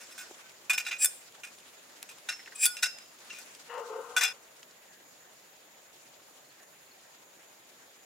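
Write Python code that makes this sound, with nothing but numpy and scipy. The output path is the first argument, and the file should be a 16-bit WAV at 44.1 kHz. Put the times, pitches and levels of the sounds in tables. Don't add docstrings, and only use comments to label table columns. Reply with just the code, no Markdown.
import sys
import numpy as np
from scipy import signal
from scipy.fft import rfft, irfft, next_fast_len
from scipy.io import wavfile
from scipy.ndimage import uniform_filter1d

SR = 44100
rng = np.random.default_rng(int(sys.argv[2]) if len(sys.argv) > 2 else 0)


def digitize_waveform(pressure):
    field = np.atleast_2d(pressure).T
    bounded = np.clip(field, -1, 1)
    quanta = np.round(bounded * 32767).astype(np.int16)
    wavfile.write(sys.argv[1], SR, quanta)


N = 354996
TIME = np.arange(N) / SR


def from_db(db):
    return 10 ** (np.asarray(db) / 20)


def rms_one(x):
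    return x / np.sqrt(np.mean(x ** 2) + 1e-20)


def in_time(rows):
    s, *columns = np.transpose(rows)
    return [np.interp(TIME, s, column) for column in columns]


def at_hz(points, hz):
    f, value = np.transpose(points)
    return np.interp(np.log(hz), np.log(f), value)


def band(x, low_hz, high_hz, order=2):
    edges = np.clip([low_hz, high_hz], 10, .48 * SR)
    return signal.sosfilt(signal.butter(order, edges, "band", fs=SR, output="sos"), x + 1e-18)


def pan(db):
    return from_db(np.array([[.5], [-.5]]) * db)


def add(out, s, sound):
    at = max(0, round(s * SR))
    out[:, at:at + sound.shape[1]] += sound[:, :N - at]


def drift(rate):
    knots = rng.standard_normal(1000)
    return rms_one(np.interp(TIME * rate, np.arange(len(knots)), knots))


def stereo(mid, side, likeness):
    return np.sqrt(1 + likeness) * mid + np.sqrt(1 - likeness) * side * [[1], [-1]]


def grains(size, grain_db, likeness):
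    mid, side = rng.standard_normal((2, size))
    luck = np.clip(rng.standard_normal(size // 16 + 1), -2, 2)
    force = from_db(grain_db * luck).repeat(16)[:size]
    return rms_one(force * stereo(mid, side, likeness))


def resonate(drive, resonances):
    out = 0
    for hz, width_hz, db in resonances:
        out = out + from_db(db) * rms_one(band(drive, hz - width_hz / 2, hz + width_hz / 2))
    return rms_one(out)


def even(x, window_s):
    power = uniform_filter1d(np.mean(x ** 2, axis=0), max(2, int(window_s * SR)))
    return x / np.sqrt(power + 1e-9)


REBOUND_S, REBOUND_PER_CHATTER, REBOUND_LOSS_DB_PER_S, REBOUND_NEIGHBOURS_DB = .0045, 1.6, 413, 2
# (time [s], level before placing [dB], treble over bass [dB], rise [s], chatter [s],
# neighbour poles [dB], favoured pitch [Hz])
CLANKS = [(0.004, -54.5, -3, 0.0017, .035, -9, 5250), (0.108, -54.5, 0, .007, .019, -6, 5300),
          (0.178, -46, -3, 0.00069, 0.04, -10, 1490), (0.696, -26, -10.5, 0.00049, 0.016, -23.5, 2330),
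          (0.732, -38.5, 0, 0.00079, .005, -6, 5430), (0.777, -32, -10, 0.0017, 0.01, -13.5, 2500),
          (0.848, -51, -10, .003, 0.014, 7, 2450),
                    (0.864, -40.5, -13.5, 0.0012, 0.032, -6.5, 2230),
          (0.908, -41.5, -17.5, 0.0055, 0.024, -6, 2330), (1.045, -27.5, 14.5, 0.0003, .0035, -20, 9500),
          (1.433, -45, -10, 0.0021, 0.016, -18, 2680), (2.088, -50.5, -1.5, .003, 0.0087, -9, 2470),
          (2.287, -36.5, -11.5, 0.0014, 0.014, -1.5, 2040), (2.654, -28, 14.5, .0008, .0022, -16, 11500),
          (2.767, -45.5, -8, 0.00086, 0.0082, -6, 2640), (2.824, -27.5, -5.5, 0.0076, 0.015, -4, 1490),
          (3.296, -54.5, -23.5, 0.0085, 0.011, 4, 2730), (3.336, -53, -9, .002, 0.056, -10, 2380),
          (3.385, -50, 3, 0.0024, 0.013, -12, 1900), (4.163, -27, -12, 0.002, 0.026, -16.5, 1450),
          (4.2081, -31, -10, .0004, .022, -6.5, 1800), (4.229, -28.5, -4.5, 0.0039, 0.0078, -7, 5800),
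          (4.244, -36.5, -14, 0.002, .014, -13, 2450), (4.276, -42.5, -11, 0.0035, .011, -10, 5430)]


def clanks():
    out = np.zeros((2, N))
    for s, db, tilt_db, rise_s, chatter_s, neighbours_db, favoured_hz in CLANKS:
        add(out, s, clank(db, tilt_db, rise_s, chatter_s, neighbours_db, favoured_hz))
        gap_s = REBOUND_S + REBOUND_PER_CHATTER * chatter_s
        rebound_db = db - REBOUND_LOSS_DB_PER_S * gap_s
        add(out, s + gap_s, clank(rebound_db, tilt_db, chatter_s / 2, chatter_s,
                                  neighbours_db + REBOUND_NEIGHBOURS_DB, favoured_hz))
    return out


MIDDLE_DB, MIDDLE_FOLLOWS = 4, 0.43
# (frequency [Hz], relative level [dB], t60 [s])
POLE = [(772, -19, 0.11), (1485, -4.5, 0.094), (2432, -6, 0.037), (2465, -4.5, 0.087), (3523, -7.5, 0.068),
        (4730, -9.5, 0.07), (5570, -11, 0.03), (6150, -13, 0.019), (7570, 3, 0.018), (8280, 1, 0.04),
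        (9140, -1.5, 0.018), (10850, -1.5, 0.074), (11600, -17, 0.044), (12400, -10.5, 0.035),
        (14800, 4.5, 0.02)]
# (frequency [Hz], relative level [dB], t60 [s])
NEIGHBOURS = [(654, -14.5, 0.11), (1580, -7.5, 0.1), (1803, -4.5, 0.047), (1940, -13, 0.031),
              (2726, 4.5, 0.07), (2846, -38, 0.062), (3910, 0.5, 0.035), (5230, 0, 0.13),
              (6600, -36, 0.023), (7200, -49.5, .07), (8450, -7, 0.046), (9500, 3.5, 0.02), (9840, 7, 0.04),
              (14100, 3, .02)]


def clank(db, tilt_db, rise_s, chatter_s, neighbours_db, favoured_hz, impact_db=0.5, impact_s=0.002,
          crack_db=-12.0, shimmer_db=-6.0, shimmer_t60=0.11, settle_s=0.0062, strike_s=0.018):
    t = TIME[:SR // 4]
    pressure = np.minimum((t + 1 / SR) / max(rise_s, 1 / SR), 1) * np.exp(-.5 * t / chatter_s)
    pressure = pressure * (1 + from_db(impact_db) * np.exp(-t / impact_s))
    settling = np.exp(-np.maximum(t - chatter_s, 0) / settle_s)
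    contacts = grains(len(t), grain_db=5.0, likeness=0.5) * pressure * settling

    neighbours = ring(contacts[0], NEIGHBOURS, favoured_hz)
    metal = ring(contacts[0], POLE, favoured_hz) + from_db(neighbours_db) * neighbours

    crack = band(contacts, 1260, 2750, order=4)
    crack = crack + 1.23 * band(contacts, 4880, 7920, order=4)
    crack = crack + 0.72 * band(contacts, 7000, 14200, order=4)

    walls = grains(len(t), grain_db=7.0, likeness=0.97) * from_db(-60 * t / shimmer_t60)
    shimmer = rms_one(signal.fftconvolve(crack[:1], walls, axes=1)[:, :len(t)])
    shimmer = shimmer * min(1, chatter_s / strike_s) ** 0.46
    sound = rms_one(metal) + from_db(crack_db) * rms_one(crack) + from_db(shimmer_db) * shimmer

    middle_db = MIDDLE_DB + MIDDLE_FOLLOWS * neighbours_db
    out = 0
    for low_hz, high_hz, share_db, lean_db in [(700, 3430, -tilt_db / 2, 0),
                                               (3300, 6780, middle_db, TREBLE_LEFT_DB),
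                                               (7000, 15000, tilt_db / 2, TREBLE_LEFT_DB)]:
        part = band(sound, low_hz, high_hz, order=4)
        part = part / np.std(part[:, :int(strike_s * SR)])
        out = out + from_db(db + share_db) * pan(lean_db) * part
    return out


def ring(contacts, modes, favoured_hz, favour_db=9.5, detune=0.00556, scatter_db=1.5, spread=0.47):
    out = 0
    for hz, db, t60 in modes:
        luck, turn, shift = rng.standard_normal(3)
        height = np.sqrt(hz / 5000)
        shifted_hz = hz * (1 + detune * height * shift)
        pole = from_db(-60 / (t60 * SR)) * np.exp(2j * np.pi * shifted_hz / SR)
        swing = signal.lfilter([1], [1, -pole], contacts + 1e-18)
        phase = spread * turn * height * np.array([[1], [-1]])
        mode = rms_one(np.real(swing * np.exp(1j * phase)))
        favour = favour_db * np.exp(-(np.log2(hz / favoured_hz) / 0.18) ** 2)
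        out = out + from_db(db + favour + scatter_db * luck) * mode
    return out


# (time [s], frequency [Hz], level before placing [dB], t60 [s])
SINGING = [(0.18, 5180, -47, 0.37), (0.434, 1530, -53, .34), (0.737, 5260, -39, .35),
           (1.056, 5280, -33.5, 0.15), (1.055, 8600, -37, 0.29), (2.297, 5340, -38.5, 0.45),
           (2.655, 1455, -30, 0.3), (2.657, 3447, -24.5, 0.12), (2.657, 4580, -28.5, 0.13),
           (2.70, 5100, -41.5, 0.64), (2.832, 5050, -38.5, 0.64), (2.834, 5320, -30.5, 0.29),
           (2.834, 2716, -43.5, 0.56), (4.167, 3443, -17, 0.077), (4.238, 3450, -24.5, 0.16),
           (4.265, 5100, -33, .25)]


def singing(rise_s=0.0032, beat_hz=17, twin=0.69):
    out, t = np.zeros((2, N)), TIME[:SR]
    for s, hz, db, t60 in SINGING:
        first = np.sin(2 * np.pi * hz * t)
        second = np.sin(2 * np.pi * ((hz + beat_hz) * t + rng.random((2, 1))))
        fade = from_db(db - 60 * t / t60) * (1 - np.exp(-t / rise_s))
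        add(out, s, fade * (first + twin * second))
    return out


SLIDE_HOLD, SLIDE_T60_S, JOINT_RING_DB, JOINT_T60_S = 0.2, 0.034, -28, 0.25
# (start [s], run-up [s], full-speed level before placing [dB],
# swell [dB])
SLIDES = [(0.981, 0.05, -20, 17.5), (2.547, 0.013, -37.5, 12), (2.57, 0.067, -19, 23)]
# (frequency [Hz], width [Hz], relative level [dB])
SLEEVE = [(1800, 250, -19), (2476, 130, -4), (3560, 860, -24), (5010, 440, -11.5), (5820, 870, -9.5),
          (7620, 280, 5), (7850, 460, -8.5), (8970, 470, -1.5), (9320, 65, -4), (10400, 340, -10.5),
          (11600, 1100, -41), (15000, 750, -13)]


def slides():
    level = 0
    for s, length_s, db, swell_db in SLIDES:
        speed = np.clip((TIME - s) / length_s, 0, 1)
        stopped_s = np.maximum(TIME - s - length_s * (1 + SLIDE_HOLD), 0)
        rasp_fade = from_db(-60 * stopped_s / SLIDE_T60_S)
        joint_fade = from_db(JOINT_RING_DB - 60 * stopped_s / JOINT_T60_S)
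        level = level + np.sqrt(speed) * from_db(db - swell_db * (1 - speed)) * (rasp_fade + joint_fade)
    friction = grains(N, grain_db=0.5, likeness=0.96)
    rasp = resonate(friction, SLEEVE) + from_db(-13.5) * rms_one(band(friction, 2600, 12000))
    return level * even(rasp, window_s=0.0047) * pan(TREBLE_LEFT_DB)


LEFT_LEADS_S, TREBLE_LEFT_DB = .00001, 2.5
# (time [s], left over right [dB])
PLACE = [(0.7, -2), (2.65, -0.9), (4.2, 2)]


def placed(x):
    size = next_fast_len(N)
    delay = np.exp(-2j * np.pi * np.fft.rfftfreq(size, 1 / SR) * LEFT_LEADS_S)
    late = irfft(rfft(x[1], size) * delay, size)[:N]
    return np.array([x[0], late]) * pan(in_time(PLACE)[0])


def outdoors(x, wet_db=-19, t60=0.5):
    t = TIME[:SR // 2]
    scatter = band(rng.standard_normal((2, len(t))), 500, 16500, order=1)
    scatter = scatter * from_db(-60 * t / t60) * (t > .006)
    scatter /= np.sqrt(np.sum(scatter ** 2, axis=1, keepdims=True))
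    return x + from_db(wet_db) * signal.fftconvolve(x, scatter, axes=1)[:, :N]


RUB_RELEASE_DB_PER_S = 67
EDGE_DB, BITE_DB, BITE_S = -17, 15.5, 0.13
# (time [s], air column level before panning [dB], scuffing level before a 2 dB trim [dB])
RUB = [(3.66, -76, -92), (3.702, -50.5, -46.5), (3.784, -39, -41), (3.87, -47.5, -50), (3.916, -39.5, -49),
       (3.938, -40.5, -42.5), (3.996, -37.5, -49), (4.05, -54.5, -48), (4.102, -49.5, -53),
       (4.11, -46, -46), (4.135, -52.5, -49.5)]
# (time [s], frequency [Hz])
RUB_NOTE = [(3.72, 477.6), (3.79, 496), (3.825, 445.6), (3.87, 489), (3.91, 440.5), (3.97, 462),
            (4.15, 477)]
# (frequency [Hz], width [Hz], relative level [dB])
COLUMN = [(459.7, 24, -1.5), (526, 18, -8), (466, 80, -8), (891, 33, -8.5), (1350, 54, -22)]
# (frequency [Hz], width [Hz], relative level [dB])
SCUFF = [(725, 57, -4.5), (927, 110, 2.5), (1060, 89, 3.5), (1195, 154, 2), (1390, 55, -1), (1545, 17, -9)]
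# (frequency [Hz], width [Hz], relative level [dB])
EDGE = [(1780, 430, 0.11), (2820, 300, -2.3)]


def hollow_rub():
    column_db, scuff_db = in_time(RUB)
    start_s, end_s = RUB[0][0], RUB[-1][0]
    edge_db = scuff_db + EDGE_DB + BITE_DB * np.exp(-((TIME - start_s) / BITE_S) ** 2)
    note_hz, = in_time(RUB_NOTE)
    friction = grains(N, grain_db=0.5, likeness=0.92)

    clock = np.cumsum(note_hz / COLUMN[0][0])
    column = np.array([np.interp(clock, np.arange(N), side) for side in resonate(friction, COLUMN)])
    column = even(band(column, 250, 2500, order=4), window_s=0.047)
    column = from_db(column_db) * column * pan(3.1)

    scuff = from_db(scuff_db - 2.0) * even(resonate(friction, SCUFF), window_s=0.048) * pan(10.9)
    edge = from_db(edge_db) * resonate(friction, EDGE) * pan(8.7)
    release = from_db(-RUB_RELEASE_DB_PER_S * np.maximum(TIME - end_s, 0))
    return (column + scuff + edge) * (TIME > start_s) * release


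TICK_T60_S = 0.029
HANDLING_S, FAINT_TICKS_PER_S, FAINT_TICK_DB, FAINT_TICK_HZ, FAINT_TICK_OCTAVES = 3.9, 5.9, -43, 4800, 1.7
# (time [s], peak level [dB], centre [Hz], width [octaves])
TICKS = [(0.191, -33, 4970, 1.8), (0.309, -37, 496, 1.43), (2.028, -25, 4570, 2.6),
         (2.392, -39.5, 1890, 0.41), (2.460, -36, 2210, 0.75), (2.474, -36, 1780, 0.48),
         (2.522, -38.5, 1770, 0.52), (2.986, -33, 3970, 2), (3.550, -37, 4900, 1.6),
         (4.630, -38, 2900, 2.1), (4.710, -43, 5470, 1.1)]


def ticks():
    out, t = np.zeros((2, N)), TIME[:SR // 10]
    faint_times = HANDLING_S * rng.random(round(FAINT_TICKS_PER_S * HANDLING_S))
    faint = [(s, FAINT_TICK_DB, FAINT_TICK_HZ, FAINT_TICK_OCTAVES) for s in faint_times]
    for s, db, hz, octaves in list(TICKS) + faint:
        burst = grains(len(t), grain_db=-3.0, likeness=0.87) * from_db(-60 * t * octaves / TICK_T60_S)
        tick = band(burst, hz / 2 ** (octaves / 2), hz * 2 ** (octaves / 2))
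        add(out, s, from_db(db) * tick / np.abs(tick).max())
    return out


# (time [s], level before the low cut [dB])
RUSTLE = [(0, -53), (1.5, -59.5), (2.5, -54), (3.15, -58.5), (3.42, -52), (3.7, -58), (4.3, -56),
          (4.4, -63), (8.05, -64.5)]
# (frequency [Hz], relative level [dB per Hz])
RUSTLE_COLOUR = [(60, -49), (220, 10.5), (600, 9.5), (1800, 12.5), (4000, 9.5), (8000, 9.5), (16000, -18)]


def rustle():
    level = from_db(in_time(RUSTLE)[0] + 2.5 * drift(60))
    return level * coloured_noise(RUSTLE_COLOUR, patchy_db=2.0)


# (time [s], length [s], level [dB] before a smooth swell and fade)
SWISHES = [(4.761, 0.36, -64.5), (5.17, 0.15, -63), (6.496, 0.22, -64.5)]


def swishes():
    out = np.zeros((2, N))
    for s, length_s, db in SWISHES:
        size = int(length_s * SR)
        swish = rms_one(band(grains(size, grain_db=6.0, likeness=0.64), 1610, 1950))
        add(out, s, from_db(db) * np.hanning(size) * swish)
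    return out


# (time [s], peak level [dB])
CHIRPS = [(6.44, -61), (6.49, -59), (6.855, -62), (6.905, -56.5)]


def chirps():
    out = np.zeros((2, N))
    size = int(0.027 * SR)
    pitch_hz = np.linspace(4650, 3950, size)
    chirp = np.hanning(size) * np.sin(2 * np.pi * np.cumsum(pitch_hz) / SR)
    for s, db in CHIRPS:
        add(out, s, from_db(db) * chirp[None])
    return out


# (frequency [Hz], width [Hz], relative level [dB])
INSECTS = [(6860, 560, 0)]


def insects():
    return from_db(-64.5 + 1.2 * drift(23)) * resonate(grains(N, grain_db=0.5, likeness=0.037), INSECTS)


def hiss():
    return from_db(-70.5) * rms_one(band(grains(N, grain_db=0.0, likeness=0.5), 10900, 15200))


AIR_DB = -58.5
# (frequency [Hz], relative level [dB per Hz])
AIR = [(30, -27), (51, -10), (90, -14), (131, -7), (259, -8), (600, -1), (1160, -8), (1720, -7),
       (4190, -12), (5740, -16), (7870, -17.5), (14000, -20), (16000, -24)]


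def air():
    return from_db(AIR_DB) * coloured_noise(AIR, patchy_db=1.92)


# (frequency [Hz], likeness [0-1])
AIR_LIKENESS = [(60, 0.99), (180, 0.99), (550, 0.35), (1650, 0.11), (4970, 0.078), (15000, 0.2)]


def coloured_noise(spectrum, patchy_db):
    out, edges = 0, 31 * 2 ** (np.arange(19) / 2)
    white = rng.standard_normal((2, 2, N))
    for k, (low, high) in enumerate(zip(edges, edges[1:])):
        mid, side = band(white[k % 2], low, high)
        hz = np.sqrt(low * high)
        gain = from_db(at_hz(spectrum, hz) + patchy_db * drift(35))
        out = out + gain * stereo(mid, side, at_hz(AIR_LIKENESS, hz))
    return rms_one(out)


def background():
    return band(air() + rustle(), 134, 25700, order=1) + insects() + hiss() + swishes() + chirps()


def scene():
    stop_db, = in_time([(4.326, -2.5), (4.334, -41)])
    poles = outdoors(placed(clanks() + singing() + slides())) * from_db(stop_db)
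    return poles + hollow_rub() + ticks() + background()


def record(dry):
    return signal.sosfilt(signal.ellip(12, .1, 80, 16100, fs=SR, output="sos"), dry)


dry = scene()
out = record(dry)
digitize_waveform(out)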